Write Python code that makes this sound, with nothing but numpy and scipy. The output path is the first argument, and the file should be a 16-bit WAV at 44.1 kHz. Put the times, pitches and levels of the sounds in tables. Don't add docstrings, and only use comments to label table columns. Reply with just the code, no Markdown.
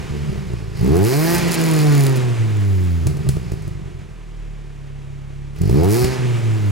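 import sys
import numpy as np
from scipy import signal
from scipy.fft import rfft, irfft, next_fast_len
from scipy.io import wavfile
from scipy.ndimage import map_coordinates

SR = 44100
rng = np.random.default_rng(int(sys.argv[2]) if len(sys.argv) > 2 else 0)


def bounce(signal):
    frames = np.transpose(np.atleast_2d(signal))
    limited = np.clip(frames, -1, 1)
    pcm = np.round(limited * 32767).astype(np.int16)
    wavfile.write(sys.argv[1], SR, pcm)


N = 295896


def amp(db):
    return 10 ** (np.asarray(db) / 20)


def unit(x):
    return x / np.sqrt(np.mean(x ** 2) + 1e-20)


def along(points, hz):
    f, v = np.transpose(points)
    return np.interp(np.log(hz + 1), np.log(f + 1), v)


def curves(rows):
    seconds, *columns = np.transpose(rows)
    return [np.interp(np.arange(N) / SR, seconds, column) for column in columns]


def by_speed(rows, rate):
    hz, *columns = np.transpose(rows)
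    return np.array([np.interp(rate, hz, column) for column in columns])


def ramp(start, length):
    return np.clip((np.arange(N) / SR - start) / length, 0, 1)


def wobble(rate):
    knots = rng.standard_normal(int(N * rate / SR) + 4)
    return map_coordinates(knots, [np.arange(N) * rate / SR])


def filtered(x, response):
    m = next_fast_len(N + SR // 2)
    return irfft(rfft(x, m) * response(np.fft.rfftfreq(m, 1 / SR)), m)[..., :N]


def causal(points):
    grid = np.linspace(0, SR / 2, 2 ** 15 + 1)
    cepstrum = irfft(np.log(amp(along(points, grid)) + 1e-4))
    half = len(cepstrum) // 2
    cepstrum[1:half] *= 2
    cepstrum[half + 1:] = 0
    response = np.exp(rfft(cepstrum))
    return lambda hz: np.interp(hz, grid, response)


def dying(x, t60):
    return signal.lfilter([1], [1, -amp(-60 / (t60 * SR))], x)


# frequency in Hz, likeness (1 is the same).
LIKENESS = [(300, 1), (700, 0.52), (1500, 0.86), (5000, 0.88), (15000, 0.82)]


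def rush(spectrum, shape):
    turn = lambda hz: np.arccos(np.clip(along(LIKENESS, hz), -1, 1)) / 2
    pair = rng.standard_normal((2, N)) * shape
    mid, side = filtered(pair, lambda hz: causal(spectrum)(hz) * [np.cos(turn(hz)), np.sin(turn(hz))])
    return unit(np.array([mid + side, mid - side]))


# time in seconds, firings per second in Hz.
ENGINE_SPEED = [(0, 73.8), (.27, 71.5), (.43, 64.55), (.62, 54.8), (.8, 51.9), (.83, 58.1), (.91, 73.86),
                (1.03, 102.7), (1.09, 123.5), (1.19, 153.2), (1.24, 162.9), (1.31, 170.9), (1.4, 174.1),
                (1.66, 162.1), (1.92, 144.8), (2.15, 129.8), (2.49, 107.9), (2.8, 91.97), (3.07, 79.92),
                (3.37, 63.82), (3.55, 52.85), (4.18, 39.12), (4.47, 36.47), (4.73, 35.1), (5.45, 34.6),
                (5.55, 35.53), (5.624, 43.24), (5.73, 62.67), (5.782, 75.9), (5.876, 98.5), (5.982, 121.8),
                (6.064, 127.3), (6.12, 130.1), (6.2, 126.5), (6.414, 115.2), (6.71, 100.1)]


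def firings():
    rate = curves(ENGINE_SPEED)[0] * (1 + 0.00416 * wobble(25))
    turns = np.cumsum(rate) / SR
    return rate, turns, np.flatnonzero(np.diff(np.floor(turns)))


# time it opens in seconds, time it shuts in seconds.
THROTTLE_BLIPS = [(.78, 1.355), (5.57, 6.03)]
OPENING_S, CLOSING_S = 0.041, 0.18


def throttle(lead, opening, closing):
    return sum(ramp(opens - lead, opening) - ramp(shuts, closing) for opens, shuts in THROTTLE_BLIPS)


# firing rate in Hz, strength of the four lowest multiples in dB
# against the silencer's level, then relative dB for higher multiples, burble, engine bay, gas jet, rasp.
OPEN_THROTTLE = [(40.26, -0.5, -22.5, -33, -46, -59, -53), (49.7, -5, -20.5, -31, -43, -49, -48),
                 (61.5, 1.5, -18.5, -22.5, -39, -49, -40.5), (81, -1, -14, -22, -37, -46.5, -44),
                 (94, -0.5, -14.5, -24, -35, -52, -46), (108, -1.5, -22, -37, -34.5, -45, -28),
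                 (118, -1.5, -22.5, -41, -30, -37.5, -31.5), (148, -1.5, -23.5, -36, -33, -39.5, -33.5),
                 (180.9, -1.5, -19, -30, -26, -33, -29.5)]
# firing rate in Hz, first to fourth multiple in dB against the
# silencer's level, then higher multiples and burble in relative dB.
SHUT_THROTTLE_NOTE = [(41.85, -14, -21, -37, -35, -42, -40), (46.7, -9, -22, -18.5, -23, -41, -31.5),
                      (55.4, -10, -16.5, -17, -34, -37, -32), (70.3, -10, -9.5, -12.5, -36, -37, -30),
                      (78.7, -4, -24, -10, -15, -34.5, -23.5), (85, 0.5, -8, -6, -23.5, -47, -39),
                      (94.15, -0.5, -9, -14, -13.5, -37, -47), (106.36, -2.5, -12, -16, -29.5, -66, -35),
                      (129.65, 4, -4.5, -11, -1, -26.5, -33), (144.8, 3, 0, -5.5, -11, -23.5, -32),
                      (166.6, -1.5, -5.5, -0.5, -6.5, -29.5, -38), (173, 3, -15, 5.5, -19, -28, -41)]
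# frequency in Hz, level in relative dB.
SILENCER_LEVEL = [(40, -28), (58, -24), (75, -20), (100, -15), (116, -16.5), (125, -22), (147, -15.5),
                  (174, -19.5), (205, -21), (240, -30.5), (300, -22.5), (335, -20), (400, -18.5),
                  (450, -24), (500, -35.5), (700, -30.5)]
# middle in seconds, half length in seconds, change at the middle in dB.
NOTE_STUMBLES = [(0.058, 0.052, -18), (1.405, 0.045, -14), (1.545, 0.048, -9), (2.211, 0.036, -0.5),
                 (3.179, 0.021, -21), (6.125, 0.066, -5), (6.196, 0.026, -6)]
# time in seconds, then relative dB for the first to fourth multiple, the higher
IDLE_LEVELS = [(4.18, -37, -52, -48, -45.5, -46, -50), (4.47, -30, -46, -43, -39, -44.5, -52),
               (4.73, -36.5, -49, -49, -38, -46.5, -52), (5.1, -38, -44, -44, -34, -45, -48),
               (5.45, -35, -41, -44.5, -33.5, -45.5, -57)]
IDLE_HZ, IDLE_BLEND_HZ = 39.5, 2.7
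NOTCH_HZ, NOTCH_WIDTH_HZ, NOTCH_DB = 115.6, 1.6, -8


def levels():
    rate, t = curves(ENGINE_SPEED)[0], np.arange(N) / SR
    opened = throttle(0, OPENING_S, CLOSING_S)
    strength_db, high_db, burble_db = by_speed(OPEN_THROTTLE, rate)[:3]
    open_db = np.array([strength_db] * 4 + [high_db, burble_db])
    running = opened * open_db + (1 - opened) * by_speed(SHUT_THROTTLE_NOTE, rate)
    notch_db = (1 - opened) * NOTCH_DB * np.exp(-((rate - NOTCH_HZ) / NOTCH_WIDTH_HZ) ** 2)
    stumble_db = sum(db * np.clip(1 - abs(t - s) / half, 0, 1) for s, half, db in NOTE_STUMBLES)
    running[:4] += [along(SILENCER_LEVEL, k * rate) + notch_db + stumble_db for k in range(1, 5)]
    idling = (1 - opened) * np.clip((IDLE_HZ + IDLE_BLEND_HZ - rate) / IDLE_BLEND_HZ, 0, 1)
    return idling * np.array(curves(IDLE_LEVELS)) + (1 - idling) * running


def outlet(hz):
    return np.exp(-2j * np.pi * hz * .0012) * (1 - .8 * np.exp(-2j * np.pi * hz * .0039))


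# frequency in Hz, level in relative dB.
TAIL_PIPES = [(170, -2.5), (210, -6.5), (245, -20), (310, -9.5), (400, -0.5), (460, -6.5), (520, -13),
              (600, -24), (700, -9), (780, -13), (860, -11.5), (1000, -14.5), (1400, -16.5), (1750, -10.5),
              (2500, -11), (3000, -40)]


def note(rate, turns, level_db):
    *low_db, high_db, _ = level_db
    tone = 0
    for k in range(1, 21):
        if k <= len(low_db):
            db = low_db[k - 1] + 0.69 * wobble(20)
        else:
            weaker_db = np.minimum(1.9, 200 / rate) * (k - len(low_db))
            db = high_db + along(TAIL_PIPES, k * rate) - weaker_db - 3.5 + 4 * wobble(30)
        tone = tone + amp(db) * np.cos(2 * np.pi * k * turns + np.angle(outlet(k * rate)))
    return np.sqrt(2) * tone


# time of the peak in seconds, level in relative dB, time to fall 60 dB in seconds.
BURBLE_BURSTS = [(.3, -22, 0.54), (.47, -34, .6), (1.355, -20, 0.73), (3.07, -22.5, 0.68), (3.27, -20, .8),
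                 (4.1, -37, .5), (6.03, -23, 1)]
BURST_RISE_S = 0.041


def unevenness(burble_db):
    t = np.arange(N) / SR
    power = amp(burble_db) ** 2
    for s, db, t60 in BURBLE_BURSTS:
        fall_db = 60 * np.clip(t - s, 0, None) / t60
        power = power + (amp(db - fall_db) * ramp(s - BURST_RISE_S, BURST_RISE_S)) ** 2
    return np.sqrt(power)


# time in seconds, crack in relative dB, thump in relative dB.
FUEL_POPS = [(0.297, -48, -21), (0.326, -46, -18), (0.356, -48, -16.5), (0.468, -47, -27),
             (0.5347, -45, -17), (1.3472, -18.5, -18), (1.3555, -33, -29), (1.382, -20, -22),
             (3.0693, -21.5, -8), (3.1698, -38, -19), (3.2669, -45, -12.5), (3.2892, -19.5, -10),
             (3.3673, -43, -12), (3.5183, -33, -14), (3.5348, -49, -19), (3.6222, -42, -25),
             (3.6778, -38.5, -20), (4.0996, -59, -37), (5.6165, -29, -21), (5.6956, -30, -7),
             (6.044, -19, -5)]
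# frequency in Hz, level in relative dB.
EXHAUST_SYSTEM = [(13, -33), (22, -7.5), (113, -3), (141, 9.5), (197, -11), (237, -30), (271, -32),
                  (325, -53), (385, -3), (418, -34), (486, -76.5), (657, -52), (844, -60), (903, -102),
                  (1200, -25), (1560, -91), (2640, -120)]


def burble(rate, at, burble_db):
    blows, thumps = np.zeros(N), np.zeros(N)
    blows[at] = rng.uniform(-1, 1, N // 100)[:len(at)] / np.sqrt(rate[at])
    for s, _, thump_db in FUEL_POPS:
        thumps[round(s * SR)] = amp(thump_db)
    rounded_outlet = lambda hz: outlet(hz) / (1 + 1j * hz / 300) ** 3
    peak = np.abs(filtered(np.eye(1, N)[0], rounded_outlet)).max()
    ringing = unit(filtered(blows, causal(EXHAUST_SYSTEM)))
    return unevenness(burble_db) * ringing + filtered(thumps, rounded_outlet) / peak


# firing rate in Hz, then engine bay, gas jet and rasp in relative dB.
SHUT_THROTTLE_NOISE = [(36.9, -50, -106, -77), (50.9, -46.5, -59, -78), (56.3, -45, -56.5, -65),
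                       (75.6, -43, -57, -55.5), (90.6, -40.5, -58.5, -46), (117.93, -34.5, -62, -58),
                       (130, -32, -46.5, -51.5), (135.5, -31, -46, -34.5), (145.4, -30.5, -39, -38),
                       (149.2, -29.5, -45, -40.5), (152, -30.5, -37.5, -37), (182, -25, -43, -34.5)]
FLOW_LEAD_S, FLOW_OPENING_S, FLOW_CLOSING_S = 0.039, 0.035, 0.18
SPIT_DELAY_S = 0.21
RUNDOWN_DB, RUNDOWN_S = 5.5, 0.53


def noise_levels():
    rate = curves(ENGINE_SPEED)[0]
    opened = throttle(FLOW_LEAD_S, FLOW_OPENING_S, FLOW_CLOSING_S)
    shut_db = by_speed(SHUT_THROTTLE_NOISE, rate)
    for _, shuts in THROTTLE_BLIPS:
        shut_db[2] -= 22 * (ramp(shuts, .01) - ramp(shuts + SPIT_DELAY_S, 0.026))
    bay_db, jet_db, rasp_db = opened * by_speed(OPEN_THROTTLE, rate)[3:] + (1 - opened) * shut_db
    bay_db = bay_db + RUNDOWN_DB * np.exp(-np.arange(N) / SR / RUNDOWN_S)
    return opened, bay_db + 3.5, jet_db + 3.5, rasp_db


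# frequency in Hz, level per Hz in relative dB.
BAY_COLOUR = [(120, -48.5), (200, 5), (280, 0.5), (350, 7), (385, 4), (430, 3), (520, -4), (630, -4),
              (800, -6), (1100, -7.5), (1400, -9.5), (2300, -9), (2700, -11.5), (3300, -14.5),
              (4500, -19.5), (7000, -20.5), (10500, -28.5), (14000, -41.5)]


def engine_bay(turns, bay_db):
    return amp(bay_db + 0.63 * wobble(30)) * rush(BAY_COLOUR, 1 + 0.053 * np.cos(2 * np.pi * turns))


# frequency in Hz, level per Hz in relative dB.
JET_COLOUR = [(1200, -30), (1800, -5), (2500, -3), (3300, -22), (4100, -2), (4900, 0), (5500, -3),
              (6000, -12), (6600, -7), (7500, -15), (11000, -16), (16000, -26)]


def gas_jet(turns, jet_db):
    return amp(jet_db + 1.3 * wobble(29)) * rush(JET_COLOUR, 1 + 0.082 * np.cos(2 * np.pi * turns))


# frequency in Hz, level per Hz in relative dB.
RASP_COLOUR = [(1000, -10), (2300, -16), (2700, -1), (3300, -22), (3900, 2), (5000, 5), (7500, 3),
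               (9000, 5), (11000, 5.5), (12500, 6), (13700, 5), (14700, -8), (16000, 5.5)]
# frequency in Hz, level per Hz in relative dB.
SPIT_COLOUR = [(1500, -32), (4000, -1), (6000, -5), (6900, 4.5), (8000, -5.5), (10000, 1), (11500, -4),
               (13000, -6), (16000, -4.5)]
# strength of its front with the throttle shut, in relative dB.
CYLINDER_STRENGTH = [6, -6, -1, -3]
# start in seconds, length before it fades in seconds, level in relative dB.
RASP_FLARES = [(.95, 0.041, -37), (1.477, 0.0098, -36), (1.508, 0.041, -29.5), (2.158, .012, -36),
               (5.83, 0.027, -35.5)]


def pulse_fronts(rate, at, opened, rasp_db):
    scatter = rng.standard_normal(N // 100)[:len(at)]
    even, ragged = np.zeros((2, N))
    even[at] = amp(1.5 * scatter)
    ragged[at] = amp(np.resize(CYLINDER_STRENGTH, len(at)) + 2.2 * scatter)
    ragged *= np.clip((rate - 85) / 40, .15, 1)
    rasp = rush(RASP_COLOUR, dying(even, .013) + .17)
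    spit = rush(SPIT_COLOUR, dying(ragged, .008) + .15)
    flare = sum(amp(db) * (ramp(s, 0.0014) - ramp(s + length, 0.012)) for s, length, db in RASP_FLARES)
    share = np.clip(0.25 + opened, 0, 1)
    return np.hypot(amp(rasp_db), flare) * (np.sqrt(share) * rasp + np.sqrt(1 - share) * spit)


# frequency in Hz, level per Hz in relative dB.
CRACK_COLOUR = [(590, -74), (1000, -14), (1560, 4), (2500, 6.5), (3310, -1), (4540, 5.5), (8860, 5),
                (9730, 5), (15400, -7), (16500, 8)]


def cracks():
    starts = np.zeros(N)
    for s, crack_db, _ in FUEL_POPS:
        starts[round(s * SR)] = amp(crack_db)
    shape = dying(starts, 0.023) + 0.17 * dying(starts, 0.35)
    return rush(CRACK_COLOUR, shape) * np.sqrt(np.mean(shape ** 2))


# frequency in Hz, time to fall 60 dB in seconds.
HALL_DECAY = [(300, 0.32), (2000, 0.22), (10000, 0.3)]


def hall(x):
    hz, t, z = signal.stft(rng.standard_normal((2, SR // 2)), SR, nperseg=256)
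    fading = z * amp(-60 * t / along(HALL_DECAY, hz)[:, None])
    tail = signal.istft(fading, SR, nperseg=256)[1]
    delayed = np.pad(x, (500, 0))[None]
    return signal.fftconvolve(delayed, tail / np.linalg.norm(tail[0]), axes=1)[:, :N]


# frequency in Hz, level per Hz in relative dB.
WHISTLE_COLOUR = [(13000, -58), (13500, -3), (13750, 0), (14000, -6), (14500, -60)]
WHISTLE_DB, WHISTLE_FROM_HZ, WHISTLE_FULL_HZ = -39, 130.6, 154.3


def whistle():
    rate = curves(ENGINE_SPEED)[0]
    fast = np.clip((rate - WHISTLE_FROM_HZ) / (WHISTLE_FULL_HZ - WHISTLE_FROM_HZ), 0, 1)
    gain = amp(WHISTLE_DB + 2.5 * wobble(25)) * fast * throttle(0, OPENING_S, .02)
    return gain * rush(WHISTLE_COLOUR, 1)


def scene():
    rate, turns, at = firings()
    level_db = levels()
    pipes = amp(1.0) * (note(rate, turns, level_db) + burble(rate, at, level_db[-1]))
    opened, bay_db, jet_db, rasp_db = noise_levels()
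    noises = engine_bay(turns, bay_db) + gas_jet(turns, jet_db) + pulse_fronts(rate, at, opened, rasp_db)
    sharp = cracks()
    return pipes + noises + sharp + amp(-14) * hall(sharp[0]) + whistle()


# frequency in Hz, lead in radians.
PORT_LEAD = [(30, .76), (60, 1.05), (140, 1.35), (250, 1.65), (600, 1.5), (1000, 1.04), (1700, .55),
             (3000, .2), (6000, .1), (13000, 0)]
TOP_HZ = 16000


def record(dry):
    side = np.array([[-1], [1]])
    ports = filtered(dry, lambda hz: amp(0.72 * side) * np.exp(.5j * side * along(PORT_LEAD, hz)))
    rounded = ports / (1 + np.abs(ports / .78) ** 4) ** (1 / 4)
    return filtered(rounded, lambda hz: hz < TOP_HZ)


dry = scene()
out = record(dry)
bounce(out)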